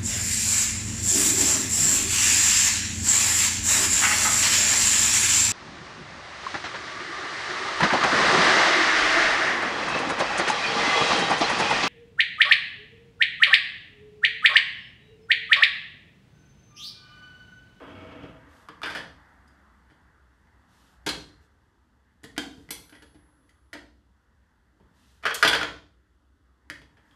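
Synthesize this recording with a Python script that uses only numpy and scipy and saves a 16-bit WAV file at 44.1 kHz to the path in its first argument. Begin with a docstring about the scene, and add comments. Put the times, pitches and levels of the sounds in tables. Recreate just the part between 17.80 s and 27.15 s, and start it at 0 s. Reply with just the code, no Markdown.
"""Over a soft appliance drone, the plastic cutlery tray of an open dishwasher rolls out on its rails
and comes to rest within a second. Spoons and knives are then laid into its grid: dull knocks and
short rattles, with hands rustling in between. Near 5 s one steel blade rings; near 7.5 s a spoon
chimes in a burst of clatter, and a few light taps end the scene. The kitchen answers each blow."""
import sys
import numpy as np
from scipy import signal
from scipy.io import wavfile

SR = 44100
rng = np.random.default_rng(int(sys.argv[2]) if len(sys.argv) > 2 else 0)


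def bounce(signal):
    """Save signal as a 16-bit WAV file at the path given by the first command-line argument."""
    frames = np.transpose(np.atleast_2d(signal))
    limited = np.clip(frames, -1, 1)
    pcm = np.round(limited * 32767).astype(np.int16)
    wavfile.write(sys.argv[1], SR, pcm)


N = 412335

# swell of the appliance drone: t/s, level/dB
DRONE_LEVEL = [(0, -55), (.6, -62.5), (1.5, -63.5), (2.0, -68.5), (2.5, -71.5), (3.1, -67), (3.7, -73),
               (4.2, -76.5), (4.8, -72), (5.6, -74), (6.3, -78), (6.9, -77), (7.1, -72.5), (8.2, -79.5),
               (8.8, -78), (9.35, -70)]
# noise colours of rumble, drone, rustle (also the hiss) and wheels: f/Hz, density/dB
RUMBLE_COLOUR = [(12, -62), (20, -44.5), (42, -11), (64, -2.5), (101, -9), (133, -13.5), (162, -12.5),
                 (270, -12), (359, -20), (600, -25.5), (780, -54), (1320, -120)]
DRONE_COLOUR = [(300, -22), (470, -7), (650, -1.5), (900, 4), (1400, -1.5), (1900, 0.5), (2300, -31),
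                (2800, -20)]
RUSTLE_COLOUR = [(1290, -31.5), (2200, -17), (2550, -9.5), (2900, 4), (3890, 1), (4870, -0.5), (6630, -2.5),
                 (12500, -9.5), (15000, -14.5)]
WHEEL_COLOUR = [(30, -52.5), (60, -15), (90, -14.5), (280, -12.5), (640, -15.5), (1000, -18), (2000, -22.5),
                (3300, -19.5), (5000, -27), (12000, -60)]
# resonances of the cabinet, the rails and the plastic tray: f/Hz, width/Hz, gain/dB
CABINET_MODES = [(1430, 430, 0), (3450, 60, 7), (4500, 83, -4)]
RAIL_MODES = [(92, 15, 10), (280, 18, 17), (490, 30, 8), (641, 16, 16), (1290, 80, 9), (1670, 60, 6),
              (2220, 25, 13), (2620, 60, 8), (3290, 60, 6)]
TRAY_MODES = [(288.4, 24, -1), (469, 21, -5.5), (660, 36, -19), (1009, 17, -8), (1494, 130, -9.5),
              (3287, 540, 0), (4650, 800, -10.5)]
# moves of hands and cloth: start/s, end/s, level/dB
HAND_MOVES = [(0.676, 0.888, -68), (2.878, 3.19, -68.5), (3.6, 3.677, -75), (4.704, 4.897, -70),
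              (5.658, 5.74, -83), (7.135, 7.437, -69), (9.24, 9.411, -76.5)]
# decay of the kitchen: f/Hz, t60/s
KITCHEN_DECAY = [(80, 1), (260, .5), (700, 0.43), (1840, 0.33), (4850, 0.44), (12800, 0.37)]
# the tray's run along its rails: t/s, level/dB
ROLL_LEVEL = [(0.0, -45), (0.196, -44.5), (0.376, -46), (0.438, -43.5), (0.588, -56.5), (0.85, -66.5)]
# partials of the steel knife and spoon: f/Hz, level/dB, t60/s
BLADE_MODES = [(2304, -6, .12), (3117, -20, .3), (4200, -8, .06), (5927, -7, .18), (8134, -10, .14),
               (9227, -12, .35), (9582, 0, .1), (10890, -20, 2.8), (11160, -2, .1), (11740, -12, .4),
               (12270, -10, .25), (12510, -1, .12)]
SPOON_MODES = [(7250, -2, .08), (8300, -5, .06), (9000, -5, .07), (9800, -1, .07), (10600, -6, .14),
               (11400, 0, .09), (12000, -4, .07)]
# hits that set them ringing: t/s, level/dB
BLADE_HITS = [(4.906, -36.5), (5.096, -65)]
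SPOON_HITS = [(7.543, -37), (7.677, -37)]
# blows on the tray: t/s, snap of the first contact/dB, knock/dB, weight of the lows/dB,
# hardness of the highs/dB, rattle t60/s, the piece's own note f/Hz, note gain/dB
TRAY_BLOWS = [(0.432, -5, -56.5, 15.5, -12, 0.047, 236, -1), (0.887, -12, -37.5, -1, -22, .041, 1138, 11),
              (1.018, -12, -45, -10, -16, .084, 1270, 19.5), (1.033, 2.5, -22, -17, -22, .093, 3550, -1),
              (1.059, -4, -36, -9, -10.5, .22, 1540, 14), (1.1, -3, -35, -9.5, -12.5, .23, 3570, 1),
              (1.15, -20, -32, -8, -12.5, .22, 1725, 8.5), (1.678, -1, -73, -3, 17.5, .038, 4900, -4),
              (2.101, 1.5, -64, 3, -10, .15, 1770, 8.5), (2.672, 7, -67.5, -19, -37, .055, 1800, 14),
              (3.263, -12.5, -24, -4, -1, .1, 203.4, 3), (3.29, 5.5, -27.5, -23.5, 5, .056, 4170, 1),
              (4.433, -5.5, -60.5, -2.5, 17.5, .05, 290, 10.5), (4.44, 2, -48.5, 5, 6, .06, 1840, 4.2),
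              (4.565, -7.5, -38, -16, -17.5, .032, 1970, 3.3), (4.579, 8.5, -20, -20.5, 1, .02, 285.6, 12),
              (4.775, -11, -63.5, 15.5, -15.5, .1, 284, 6), (4.89, 5.5, -47, -1, -7, .013, 2000, 9),
              (4.907, 11, -36.5, -10.5, 13.5, .044, 2100, -8.5), (5.095, 13, -60, -23, 11, .04, 1590, -1),
              (5.125, -3, -43.5, -17, -25, .071, 288, 14.5), (5.152, 2, -54.5, 0, -4, .081, 1934, 11),
              (5.222, 2, -52.5, 3, 1, .062, 1670, 2.5), (5.345, 0, -59, 6, -10, .094, 297, 9),
              (5.693, -4, -71.5, -14, 15, .047, 1910, 4.5), (5.931, 2, -37, -6, -1.8, .054, 1845, 8.5),
              (5.951, 3.5, -35, -10, -18, .03, 291, 10), (7.0, -3, -70.5, 18.5, -18, .11, 870, -8.5),
              (7.427, -4.5, -47.5, -5, -8.5, .044, 1408, 3),
              (7.436, -9, -30.5, -16.5, -28, .077, 1400, 2.5), (7.454, 7, -15, -22, -17, .1, 1337, 0),
              (7.508, -4, -14, -27.5, -28.5, .029, 1460, -3.5),
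              (7.543, -5, -37, -20.5, 18.5, .081, 4450, -16), (7.627, 7, -8.5, -25, -10, .059, 1470, 5),
              (7.648, 11, -13, -15.5, -10.5, .068, 1470, -10),
              (7.677, 3.5, -18, -12.5, -2, .094, 3376, 10.5), (7.731, 11, -15.5, -24, -10, .053, 1618, -4),
              (7.748, 5, -18, -18.5, -11, .069, 1370, -1), (7.813, 9, -25.5, -11.5, -13, .045, 1374, 5.5),
              (7.829, -1.5, -14.5, -26, -15.5, .032, 1430, -20),
              (8.9, -10, -33.5, -0.5, 1, .021, 1835, 8.5), (9.017, 11.5, -56.5, -3, -6, .054, 3360, 7),
              (9.17, 0, -57.5, -6.5, -17, .12, 1764, 2.5), (9.311, -.6, -65.5, -21, -15, .055, 3260, 12)]
# six bands of contact noise: low/Hz, high/Hz
CONTACT_BANDS = [(50, 180), (180, 450), (450, 1000), (1000, 2500), (2500, 6000), (6000, 14500)]
# each band's answer to a blow: offset from the knock/dB, share of weight, share of hardness
BAND_RESPONSE = [(0, 1.465, 0.026), (0.6, 1.08, 0.066), (0.34, 0.42, 0), (0.5, 0.049, 0.068),
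                 (-1, 0.08, 0.51), (2.5, 0.13, 0.98)]


def from_db(db):
    return 10 ** (np.asarray(db) / 20)


def unit_rms(x):
    return x / np.sqrt(np.mean(x ** 2) + 1e-20)


def envelope(points):
    return np.interp(np.arange(N) / SR, *np.transpose(points))


def at_hz(points, hz):
    freqs, values = np.transpose(points)
    return np.interp(np.log(hz), np.log(freqs), values)


def band(x, low, high, order=2):
    return signal.sosfilt(signal.butter(order, [low, high], "band", fs=SR, output="sos"), x)


def drift(rate_hz):
    """Random wander of spread 1: noise at every 40th sample through a double one-pole low-pass."""
    r = np.exp(-80 * np.pi * rate_hz / SR)
    slow = signal.lfilter([1], [1, -2 * r, r * r], rng.standard_normal(N // 40 + 2002))[2000:]
    return np.interp(np.arange(N) / 40, np.arange(len(slow)), unit_rms(slow))


def resonate(x, hz, width_hz):
    """One resonance, gain 1 at its peak."""
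    r = np.exp(-np.pi * width_hz / SR)
    feedback = [1, -2 * r * np.cos(2 * np.pi * hz / SR), r * r]
    return signal.lfilter(np.array([1, 0, -1]) * (1 - r * r) / 2, feedback, x)


def body(x, modes, boost_db):
    """The sound itself plus its resonances in parallel, signs alternating."""
    return x + sum((-1) ** k * from_db(db + boost_db) * resonate(x, hz, width)
                   for k, (hz, width, db) in enumerate(modes))


def coloured_noise(colour, flicker_db):
    """Third-octave bands of noise, each flickering on its own; rms 1."""
    white = rng.standard_normal((2, N))
    edges = 20 * 2 ** np.arange(0, 9.7, 1 / 3)
    out = 0
    for k, (low, high) in enumerate(zip(edges, edges[1:])):
        centre = np.sqrt(low * high)
        if colour[0][0] < centre < colour[-1][0]:
            gain = from_db(at_hz(colour, centre) + flicker_db * drift(3.1))
            out = out + gain * band(white[k % 2], low, high)
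    return unit_rms(out)


def appliance(hum_hz=63.4, hum_width_hz=15):
    """The bed: a wavering hum, low rumble, and a mid drone and faint hiss coloured by the cabinet."""
    drone_db = envelope(DRONE_LEVEL)
    swing_db = drone_db + 70   # rumble and hiss partly ride the drone's swell
    hum = resonate(rng.standard_normal(N), hum_hz, hum_width_hz)
    hum = from_db(-65.5) * unit_rms(resonate(hum, hum_hz, hum_width_hz))
    rumble = from_db(-65 + .4 * swing_db) * coloured_noise(RUMBLE_COLOUR, flicker_db=-2.9)
    drone = from_db(drone_db) * coloured_noise(DRONE_COLOUR, flicker_db=1.8)
    hiss = from_db(-79.5 + .52 * swing_db) * coloured_noise(RUSTLE_COLOUR, flicker_db=.3)
    return hum + rumble + body(drone + hiss, CABINET_MODES, boost_db=2.5)


def hands():
    """Hands and cloth brush by in short arches of bright noise."""
    t = np.arange(N) / SR
    swells = np.zeros(N)
    for start, end, db in HAND_MOVES:
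        progress = np.clip((t - start) / (end - start), 0, 1)
        swells += from_db(db) * np.sqrt(np.sin(np.pi * progress).clip(0))
    return swells * coloured_noise(RUSTLE_COLOUR, flicker_db=.3)


def kitchen(x, wall_cutoff_hz=6103, build_s=.0013):
    """Room reverb: a noise tail that swells over the first reflections and dies band by band."""
    t = np.arange(round(.9 * SR)) / SR
    edges = 40 * 2 ** np.arange(0, 9, .5)
    tail = np.zeros(len(t))
    for low, high in zip(edges, edges[1:]):
        t60 = at_hz(KITCHEN_DECAY, np.sqrt(low * high))
        tail += band(rng.standard_normal(len(t)), low, high) * from_db(-60 * t / t60)
    tail = signal.lfilter(*signal.butter(1, wall_cutoff_hz, fs=SR), tail)   # walls return less treble
    tail *= 1 - np.exp(-t / build_s)
    return signal.fftconvolve(x, tail / np.sqrt(np.sum(tail ** 2)))[:N]


def rollers(edge_hz=2960):
    """Small wheels run along the rails: lumpy noise in the frame's resonances, weak above an edge."""
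    judder = coloured_noise(WHEEL_COLOUR, flicker_db=1) * from_db(1.2 * drift(60))
    dark = signal.sosfilt(signal.butter(8, edge_hz, fs=SR, output="sos"), judder)
    rolling = body(dark + from_db(-10) * judder, RAIL_MODES, boost_db=0)
    fade_out = [(ROLL_LEVEL[-1][0] + .22, -100)]
    return from_db(envelope(ROLL_LEVEL + fade_out)) * unit_rms(rolling)


def steel(modes, hits, damped_at_s):
    """Struck steel rings in inharmonic modes, unevenly each time, until something lands on it."""
    out = np.zeros(N)
    for start, hit_db in hits:
        age = np.arange(round((damped_at_s + .05 - start) * SR)) / SR
        scatter_db = rng.normal(0, 1.5, len(modes))
        ring = sum(from_db(db + scatter - 60 * age / t60) * np.sin(2 * np.pi * hz * age)
                   for (hz, db, t60), scatter in zip(modes, scatter_db))
        damping = from_db(-2000 * np.maximum(age + start - damped_at_s, 0))
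        out[round(start * SR):][:len(age)] += from_db(hit_db) * ring * damping
    return out


def rattle(t, t60, grains_per_s=6000, build_s=.00087):
    """A patter of tiny, uneven contacts that builds up fast and dies away."""
    chance, size, polarity = rng.random((3, len(t)))
    size_db = 2.5 * np.minimum(-np.log(1 - size), 3)
    grains = (chance < grains_per_s / SR) * from_db(size_db) * np.sign(polarity - .5)
    return grains * from_db(-60 * t / t60) * (1 - np.exp(-t / build_s))


def tray(plastic_cutoff_hz=8800):
    """Each blow is a snap and a rattle that excite the plastic tray and the piece's own note."""
    t = np.arange(round(.3 * SR)) / SR
    widths = np.diff(CONTACT_BANDS)[:, 0] / (SR / 2)
    clicks, notes = np.zeros((len(widths), N + len(t))), np.zeros(N + len(t))
    offset_db, weight_share, hard_share = np.transpose(BAND_RESPONSE)
    for start, snap_db, knock_db, weight_db, hard_db, t60, note_hz, note_db in TRAY_BLOWS:
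        at = round(start * SR)
        band_db = knock_db + offset_db + weight_share * weight_db + hard_share * hard_db
        grains = rattle(t, t60)
        clicks[:, at:at + len(t)] += np.outer(from_db(band_db) / np.sqrt(widths), grains)
        clicks[:, at] += from_db(snap_db - 9.5 + band_db) / widths   # the snap has the rattle's colour
        grains[0] = 12   # the first contact kicks the note
        note = resonate(grains, note_hz, width_hz=min(150, .075 * note_hz))
        notes[at:at + len(t)] += from_db(max(band_db) + note_db + 13) * note
    contact = sum(band(row + 1e-18, low, high, order=3)
                  for (low, high), row in zip(CONTACT_BANDS, clicks[:, :N]))
    # plastic yields, so the very top is soft
    contact = signal.lfilter(*signal.butter(2, plastic_cutoff_hz, fs=SR), contact)
    return body(contact, TRAY_MODES, boost_db=13.5) + notes[:N]


def scene(reverb_db=-4):
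    """Mono mix: blows and ringing steel feed the room; wheels, bed and hands get no reverb."""
    struck = tray()
    struck += steel(BLADE_MODES, BLADE_HITS, damped_at_s=5.93)
    struck += steel(SPOON_MODES, SPOON_HITS, damped_at_s=7.95)
    return (struck + from_db(reverb_db) * kitchen(struck) + rollers() + appliance() + hands())[None]


def record(dry, cutoff_hz=14250):
    """Soft clipping rounds the highest peaks; a steep low-pass cuts the top."""
    rounded = .9 * np.tanh(dry / .9)
    return signal.sosfilt(signal.cheby2(14, 60, cutoff_hz, fs=SR, output="sos"), rounded)


dry = scene()
out = record(dry)
bounce(out)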